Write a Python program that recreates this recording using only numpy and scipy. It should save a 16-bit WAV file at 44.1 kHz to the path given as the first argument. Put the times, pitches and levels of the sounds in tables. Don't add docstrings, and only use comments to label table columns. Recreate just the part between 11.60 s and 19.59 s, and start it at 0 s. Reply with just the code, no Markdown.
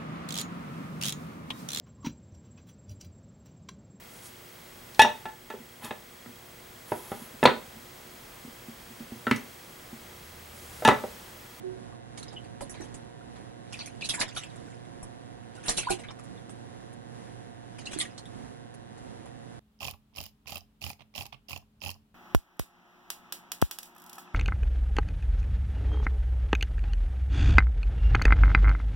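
import sys
import numpy as np
from scipy import signal
from scipy.fft import rfft, irfft, next_fast_len
from scipy.io import wavfile
from scipy.ndimage import uniform_filter1d, map_coordinates

SR = 44100
rng = np.random.default_rng(int(sys.argv[2]) if len(sys.argv) > 2 else 0)


def wav_record(signal):
    frames = np.transpose(np.atleast_2d(signal))
    bounded = np.clip(frames, -1, 1)
    quanta = np.round(bounded * 32767).astype(np.int16)
    wavfile.write(sys.argv[1], SR, quanta)


N = 352509

# freq_hz, left_db_per_hz, right_db_per_hz, correlation
MOTOR_NOISE = [(20, -94, -108, 0.18), (39, -82, -90, 0.85), (58.6, -80.5, -74, 0.19),
               (78.6, -95, -79, -0.18), (105, -73.5, -69, -0.6), (150, -83, -71, -.5),
               (250, -80, -69, -.62), (350, -81, -73, -.55), (450, -82, -77, -.55), (650, -87, -82, -.55),
               (900, -87, -84, -.5), (1380, -92.5, -90.5, -0.37), (1820, -90.5, -94.5, 0.43),
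               (2400, -102.5, -97.5, 0.85), (4500, -101, -100, -0.64), (8200, -104, -101, -0.64),
               (10440, -103, -101, -0.75), (10400, -104.5, -101, 0.18)]
# pitch_hz, left_db, right_db
MOTOR_WHINES = [(58.9, -71, -62), (99.8, -82, -57), (148, -75, -59), (227.9, -66, -57), (322, -63, -64),
                (470.6, -69, -59), (510, -69, -64), (549.8, -67, -58), (659.3, -70, -65), (694.6, -68, -58),
                (747.1, -67, -61), (765.6, -72, -63), (868.8, -71, -70), (899.7, -68, -72), (942, -76, -68),
                (988.9, -67, -70), (1531, -84, -71), (1590, -79, -73), (1649, -77, -76)]
# freq_hz, left_db, right_db
BUZZ_SPECTRUM = [(129.6, -101, -49), (250, -58, -100), (618, -79, -100), (671, -45, -93), (796, -79.5, -86),
                 (1080, -68, -65.5), (1270, -87, -84), (1375, -114, -68.5), (2025, -134, -69),
                 (2200, -124, -81.5), (2560, -74, -83.5), (3830, -80.5, -76), (5900, -100, -100)]
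# start_s, level_db, pitch_hz, t60_s
AIR_POCKETS = [(.325, -49.5, 1084, 0.05), (.68, -47.5, 4920, 0.056), (0.763, -38.5, 2980, 0.094),
               (1.012, -46, 1010, 0.062), (1.014, -38, 550, 0.08), (1.097, -49, 6230, 0.07),
               (1.202, -33, 337, 0.059), (1.217, -46, 5900, 0.08), (1.608, -48, 1396, 0.043),
               (2.141, -34.5, 2590, 0.036), (2.207, -33.5, 4350, 0.04), (2.21, -41.5, 2400, .06),
               (2.273, -44.5, 2430, 0.057), (2.421, -30, 2536, 0.051), (2.432, -48, 5280, 0.028),
               (2.449, -39, 6440, .04), (2.493, -28.5, 3820, .05), (2.538, -37, 2380, 0.036),
               (2.542, -30, 7150, .03), (2.549, -40, 1840, 0.068), (2.575, -37.5, 980, 0.1),
               (2.577, -42, 1790, .05), (2.614, -28, 2130, 0.052), (2.764, -35, 1325, 0.066),
               (2.769, -30.5, 3670, 0.07), (2.835, -38, 2596, 0.034), (3.079, -48, 1420, 0.048),
               (3.977, -47.5, 1450, .06), (4.091, -39, 750, 0.048), (4.187, -25, 2664, 0.037),
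               (4.225, -38, 2510, 0.065), (4.269, -23, 1010, 0.067), (4.283, -29, 1445, 0.083),
               (4.301, -25, 776, 0.073), (4.308, -36.5, 4360, 0.069), (4.305, -21.5, 358, 0.12),
               (4.317, -34, 2626, 0.074), (4.484, -41, 3620, 0.046), (4.775, -50, 3530, 0.033),
               (6.256, -41, 4030, 0.026), (6.27, -30.5, 2730, 0.029), (6.332, -44, 1520, .05),
               (6.335, -40, 3470, .04), (6.361, -31, 313, 0.047), (6.403, -29, 3730, .05),
               (6.41, -33, 1950, 0.06), (6.452, -40, 1900, 0.053), (6.579, -41, 4260, 0.051),
               (6.655, -46, 3590, 0.037)]
# pitch_hz, rise_s, quiver_rad
BUBBLE_RING = [(352, 0.0029, 0.28), (990, 0.0047, 0.61), (2500, 0.0022, 1.3), (4500, 0.0013, 1.5)]
# start_s, peak_s, froth_db, spray_db
FROG_LUNGES = [(.55, 0.66, -59, -82), (0.948, 1.216, -58.5, -69), (2.03, 2.173, -53.5, -56),
               (2.46, 2.63, -46, -58), (2.728, 2.785, -52.5, -59), (2.907, 3.12, -63, -65),
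               (3.985, 4.21, -44, -50), (6.138, 6.364, -50, -59)]
# start_s, froth_db, spray_db, push_db, smack_db, froth_hz, rise_s, t60_s, left_over_right_db
WATER_SLAPS = [(0.5729, -46, -41.5, -53, -54, 3580, 0.0029, 0.13, 0),
               (0.6274, -45, -42, -64, -56, 3310, .002, 0.046, .1),
               (0.6812, -53, -71, -63, -57, 4970, 0.0027, 0.049, .1),
               (0.7254, -56, -52.5, -48, -53, 3280, .003, 0.053, -3),
               (.843, -61, -57, -58, -59, 3030, .003, .08, -2),
               (1.007, -51.5, -40.5, -33, -42, 3670, 0.0035, .14, -1),
               (1.094, -56.5, -45.5, -52, -58, 1920, 0.0033, 0.18, -5),
               (1.1402, -50, -62, -52, -50, 3300, 0.0028, 0.089, 0),
               (1.202, -54, -52.5, -56, -57, 1844, 0.0045, 0.17, 1),
               (1.234, -61, -52, -56, -60, 5900, 0.0096, 0.062, 4),
               (1.3413, -62, -41.5, -42, -54, 2050, 0.0017, 0.084, 2),
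               (1.759, -52, -59.5, -54, -53, 2210, 0.0031, 0.079, 1),
               (2.1245, -44, -44, -59, -37.5, 2844, 0.0073, 0.094, -2.5),
               (2.188, -43, -51, -54, -50, 3920, 0.0038, 0.18, 2),
               (2.255, -49, -37.5, -71, -56, 3230, 0.0061, 0.035, 1),
               (2.2732, -48.5, -44.5, -66, -52, 2495, 0.0017, 0.057, 3),
               (2.4077, -41, -51.5, -67, -45, 3560, .005, 0.24, -2),
               (2.4433, -40, -38.5, -60, -49, 3650, 0.003, 0.12, .1),
               (2.4887, -33, -30, -47, -39, 3880, 0.0024, 0.052, -3),
               (2.495, -31.5, -30, -49, -32, 3590, 0.0022, 0.12, 0),
               (2.535, -37.5, -35, -47, -43, 2270, 0.0081, 0.13, 2),
               (2.594, -39, -28.5, -38, -34, 3910, 0.0094, 0.088, 1),
               (2.611, -27, -30.5, -36, -28, 2614, 0.0029, 0.061, 1.5),
               (2.622, -36.5, -43.5, -35, -28, 2450, 0.0059, 0.077, 5),
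               (2.679, -43, -70, -53, -57, 5060, 0.004, 0.066, -4),
               (2.747, -56, -45, -42, -46, 3450, 0.0069, 0.1, .1),
               (2.7625, -38, -35.5, -43, -37, 3400, 0.0031, 0.13, 0),
               (2.8351, -44, -43.5, -66, -48, 2770, 0.0017, 0.025, -1),
               (2.958, -58, -51, -58, -61, 1780, 0.0022, 0.035, -4),
               (3.25, -60, -54.5, -73, -60, 2520, 0.0022, 0.041, -3),
               (3.4273, -64, -41.5, -32, -56, 1800, 0.0013, 0.056, 3),
               (3.95, -62, -53, -54, -64, 1980, 0.0038, 0.16, -1),
               (4.031, -47.5, -46.5, -63, -47, 1870, .01, 0.29, -1),
               (4.057, -46, -40, -59, -48, 2530, 0.0095, 0.59, 1),
               (4.0818, -27.5, -31.5, -33, -24, 5030, 0.00088, 0.12, 4),
               (4.0903, -32, -22, -26, -21, 2510, 0.0032, 0.097, 0.5),
               (4.1628, -34.5, -30, -42, -45, 3620, 0.017, 0.11, 2),
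               (4.1794, -39, -32, -33.5, -46, 2660, 0.004, 0.13, 6),
               (4.297, -33.5, -28, -27, -30, 2810, 0.0097, 0.12, 3),
               (4.388, -50, -47.5, -51, -52, 3430, 0.0031, 0.11, 2),
               (4.4353, -46.5, -63, -67, -43, 2110, .005, 0.088, 2),
               (4.484, -46, -72, -41, -59, 3270, 0.0033, 0.061, 0),
               (4.506, -46.5, -51, -59, -55, 1690, 0.002, 0.041, 1),
               (4.5887, -52.5, -51.5, -51, -58, 1580, 0.002, 0.059, .1),
               (4.6358, -76, -51, -65, -65, 1560, .003, 0.067, 1),
               (4.894, -64, -49.5, -51, -43, 1490, 0.0027, 0.095, -3),
               (5.3275, -69, -50.5, -65, -63, 1740, 0.0018, 0.036, 1),
               (6.183, -49, -50, -51, -57, 1890, .003, 0.048, 4),
               (6.19, -47, -49.5, -69, -38.5, 2950, 0.0018, 0.13, 0),
               (6.254, -45.5, -46.5, -49, -50, 3880, 0.0036, 0.14, .1),
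               (6.3092, -48.5, -48, -54, -42, 3180, 0.0082, 0.15, 2),
               (6.331, -38, -38, -39, -44, 2420, 0.0046, 0.037, 2),
               (6.3868, -50, -29, -57, -35, 1770, 0.002, 0.086, 2),
               (6.393, -33, -33, -61, -49, 3330, 0.013, 0.13, 1),
               (6.411, -37, -34, -52, -54, 2280, 0.0043, 0.1, 5),
               (6.577, -48, -47, -57, -54, 4700, 0.0032, 0.09, -4.5),
               (6.654, -59, -50.5, -58, -60, 3330, 0.0021, 0.047, 0),
               (7.139, -57.5, -54, -65, -60, 2000, 0.0028, 0.037, -5),
               (7.375, -59, -56, -59, -62, 4230, 0.0045, 0.051, 2),
               (7.655, -61.5, -59, -58, -66, 2000, .003, 0.15, .1)]
# freq_hz, t60_s, level_db
ROOM_DECAY = [(300, 0.14, -9), (1940, 0.1, -7.5), (10000, 0.039, 0.5)]
# freq_hz, left_over_right_db
PORT_BALANCE = [(100, -4), (350, -9), (600, -5), (1500, -2), (2600, 1), (4000, -4.5), (11000, -3)]
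# freq_hz, right_lag_rad
PORT_PHASE = [(300, 5), (700, 0.5), (1300, 1.5), (2200, 0.5), (4000, -1.74), (8000, -3.5)]

BUZZ_HZ, LINE_LAG_RAD = 119.88, np.array([[0], [2.4]])
KNOT_STEP_DB, KNOT_DETUNE, KNOT_DELAY_S = 9, 0.0388, 0.003
BUBBLE_CLIMB_PER_T60, FIZZ_CLIMB_PER_LIFE = 0.026, 0.024
STIR_DB, SETTLE_DB_PER_S = 20.5, 100
SPRAY_HZ, SPRAY_OCT_PER_DB = 7970, 0.15
SLOSH_HZ, SLOSH_DB, SLOSH_PER_FROTH, SLOSH_PER_PUSH = 750, -48, 0.22, 0.39
FROTH_REF_DB, PUSH_REF_DB = -41, -57.5
SMACK_HZ, CRACKLE_DB = 4780, 2.5
LOW_CUT_HZ, TOP_HZ = 20, 10980


def amp(db):
    return 10 ** (np.asarray(db) / 20)


def unit(x):
    return x / np.sqrt(np.mean(x ** 2) + 1e-20)


def along(table, hz):
    freq_hz, *columns = np.transpose(table)
    return np.array([np.interp(np.log(hz + 1), np.log(freq_hz + 1), column) for column in columns])


def wobble(rate_hz):
    points = rng.standard_normal(int(N * rate_hz / SR) + 4)
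    return map_coordinates(points, [np.arange(N) * rate_hz / SR])


def filtered(x, response):
    size = next_fast_len(N + SR // 2)
    return irfft(rfft(x, size) * response(np.fft.rfftfreq(size, 1 / SR)), size)[..., :N]


def swell(t, rise_s, t60_s):
    attack = np.sin(np.pi / 2 * np.clip(t / rise_s, 0, 1)) ** 2
    return attack * amp(-60 * (np.maximum(t - rise_s, 0) / t60_s) ** 1.067)


def burst(envelope, bed):
    return unit(envelope * bed) * np.sqrt(np.mean(envelope ** 2))


def motor_hum():
    def colour(hz):
        left_db, right_db, correlation = along(MOTOR_NOISE, hz)
        gains = [amp(left_db), amp(right_db) * correlation, amp(right_db) * np.sqrt(1 - correlation ** 2)]
        return np.sqrt(SR / 2) * np.array(gains)
    shared, own = rng.standard_normal((2, N)) * amp(1.42 * wobble(7))
    left, right_shared, right_own = filtered(np.array([shared, shared, own]), colour)
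    return np.array([left, right_shared + right_own])


def motor_whine():
    out, t = np.zeros((2, N)), np.arange(N) / SR
    for hz, left_db, right_db in MOTOR_WHINES:
        drift_rad = 0.5 * wobble(4) + 2 * np.pi * rng.random()
        gain = amp([[left_db], [right_db]]) * amp(1.6 * wobble(5))
        out += gain * np.sin(2 * np.pi * hz * t + drift_rad - LINE_LAG_RAD)
    return out * np.sqrt(2)


def steady_buzz():
    out, t = np.zeros((2, N)), np.arange(N) / SR
    phase_rad = 2 * np.pi * BUZZ_HZ * t + 0.012 * wobble(4.2)
    for k in range(1, 38):
        gain = amp(along(BUZZ_SPECTRUM, k * BUZZ_HZ))[:, None]
        out += gain * np.cos(k * phase_rad - LINE_LAG_RAD)
    return out * np.sqrt(2)


def low_tone(start_s=0.03, level_db=-35.5, pitch_hz=372):
    t = np.arange(N) / SR - start_s
    tone = np.sin(2 * np.pi * pitch_hz * t + 0.38 * wobble(32.6))
    return amp(level_db) * swell(t, rise_s=0.016, t60_s=0.4) * tone


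def bubbles():
    out, t = np.zeros(N + SR), np.arange(SR // 5) / SR
    quiver = wobble(300)
    for start_s, level_db, hz, t60_s in AIR_POCKETS:
        rise_s, quiver_rad = along(BUBBLE_RING, hz)
        cycles = hz * t * (1 + BUBBLE_CLIMB_PER_T60 / 2 * t / t60_s)
        knot = rng.standard_normal((3, 2)) * [[0], [1], [1]]
        for k, (detune, delay) in enumerate(knot):
            onset = round((start_s + KNOT_DELAY_S * abs(delay)) * SR)
            span = slice(onset, onset + len(t))
            tone = np.sin(2 * np.pi * cycles * (1 + KNOT_DETUNE * detune) + quiver_rad * quiver[span])
            out[span] += amp(level_db - KNOT_STEP_DB * k) * swell(t, rise_s, t60_s) * tone
    return out[:N]


def fizz(hz, spread_oct, life_cycles, spread_db, lag_us, count, grain_n, bed_n):
    place, phase_cycles = rng.random((count, 2)).T[:, :, None]
    pitch_hz = np.clip(hz * 2 ** (spread_oct * rng.standard_normal((count, 1))), 200, 11500)
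    gain = amp(spread_db * np.clip(rng.standard_normal((count, 1)), -2, 2))
    lag_s = lag_us * 1e-6 * rng.standard_normal((count, 1))
    k = np.arange(grain_n)
    index = (place * (bed_n + grain_n)).astype(int) + k
    life = k / SR * pitch_hz / life_cycles
    envelope = gain * life * np.exp(-2 * life) * (1 - k / grain_n)
    ports = []
    for side in (-0.5, 0.5):
        cycles = pitch_hz * (k / SR + side * lag_s) * (1 + FIZZ_CLIMB_PER_LIFE / 2 * life)
        rings = envelope * np.sin(2 * np.pi * (cycles + phase_cycles))
        bed = np.bincount(index.ravel(), rings.ravel(), bed_n + 2 * grain_n)
        ports.append(bed[grain_n:grain_n + bed_n])
    return unit(np.array(ports))


def churn():
    out, t = np.zeros((2, N)), np.arange(N) / SR
    froth = fizz(2736, 0.61, 7.9, 1.8, 61, count=7000, grain_n=300, bed_n=N) * amp(0.46 * wobble(30))
    spray = fizz(7610, 0.454, 36, 5.6, 39, count=11000, grain_n=110, bed_n=N) * amp(1.9 * wobble(30))
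    for start_s, peak_s, froth_db, spray_db in FROG_LUNGES:
        stir_db = STIR_DB * (t - peak_s) / (peak_s - start_s)
        settle_db = SETTLE_DB_PER_S * (peak_s - t)
        out += amp(np.minimum(stir_db, settle_db)) * (amp(froth_db) * froth + amp(spray_db) * spray)
    return out


def slaps():
    splash, push = np.zeros((2, 2, N + SR))
    n = SR // 8
    t = np.arange(n) / SR
    crackle = amp(CRACKLE_DB * wobble(550))
    for start_s, froth_db, spray_db, push_db, smack_db, froth_hz, rise_s, t60_s, pan_db in WATER_SLAPS:
        onset = round(start_s * SR)
        span = slice(onset, onset + n)
        envelope = swell(t, rise_s, t60_s) * crackle[span]
        spray_hz = np.clip(SPRAY_HZ * 2 ** (SPRAY_OCT_PER_DB * (spray_db - froth_db)), 5500, 10800)
        slosh_db = SLOSH_DB + SLOSH_PER_FROTH * (froth_db - FROTH_REF_DB)
        slosh_db += SLOSH_PER_PUSH * (push_db - PUSH_REF_DB)
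        froth = fizz(froth_hz, 0.4, 19.5, 2.4, 77, count=190, grain_n=600, bed_n=n)
        spray = fizz(spray_hz, 0.502, 34, 0.56, 49, count=900, grain_n=220, bed_n=n)
        slosh = fizz(SLOSH_HZ, 0.9, 0.61, 5.3, 56, count=240, grain_n=350, bed_n=n)
        smack = fizz(SMACK_HZ, 1.7, 0.42, 1.4, 57, count=1500, grain_n=60, bed_n=n // 4)
        smack = np.pad(smack, ((0, 0), (0, n - n // 4)))
        slap = amp(smack_db) * swell(t, rise_s=0.0005, t60_s=0.013) * smack
        for level_db, bed in (froth_db, froth), (spray_db, spray), (slosh_db, slosh):
            slap += amp(level_db) * burst(envelope, bed)
        splash[:, span] += amp([[pan_db / 2], [-pan_db / 2]]) * slap
        push[:, span] += amp(push_db) * np.array([[0.9], [0.15]]) * swell(t, rise_s=0.0052, t60_s=0.061)
    return splash[:, :N], push[:, :N]


def gurgle(x, depth_db):
    spectra = signal.stft(x, nperseg=256)[2]
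    field = uniform_filter1d(rng.standard_normal(spectra.shape[1:]), size=4, axis=0)
    field = unit(uniform_filter1d(field, size=9, axis=1))
    return signal.istft(spectra * unit(amp(depth_db * field)), nperseg=256)[1][:, :N]


def room(x):
    hz, t, spectra = signal.stft(rng.standard_normal((2, SR // 3)), SR, nperseg=256)
    t60_s, _ = along(ROOM_DECAY, hz)
    tail = signal.istft(spectra * amp(-60 * t / t60_s[:, None]), SR, nperseg=256)[1]
    delayed = np.pad(x, (200, 0))[None]
    wet = signal.fftconvolve(delayed, tail / np.linalg.norm(tail[0]), axes=1)[:, :N]
    return filtered(wet, lambda f: amp(along(ROOM_DECAY, f)[1]))


def port_response(hz):
    side = np.array([[0.5], [-0.5]])
    return amp(side * along(PORT_BALANCE, hz)) * np.exp(1j * side * along(PORT_PHASE, hz))


def scene():
    splash, push = slaps()
    tub = gurgle(splash + churn(), depth_db=3.6) + bubbles() + low_tone()
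    at_ports = filtered(tub + room(tub.mean(axis=0)), port_response)
    return at_ports + push + motor_hum() + motor_whine() + steady_buzz()


def record(dry):
    def response(hz):
        high_pass = 1j * hz / (LOW_CUT_HZ + 1j * hz)
        top_db = np.interp(hz - TOP_HZ, [0, 250, 1000, 4000], [0, -36, -52, -66])
        return high_pass * amp(top_db)
    return filtered(dry, response)


dry = scene()
out = record(dry)
wav_record(out)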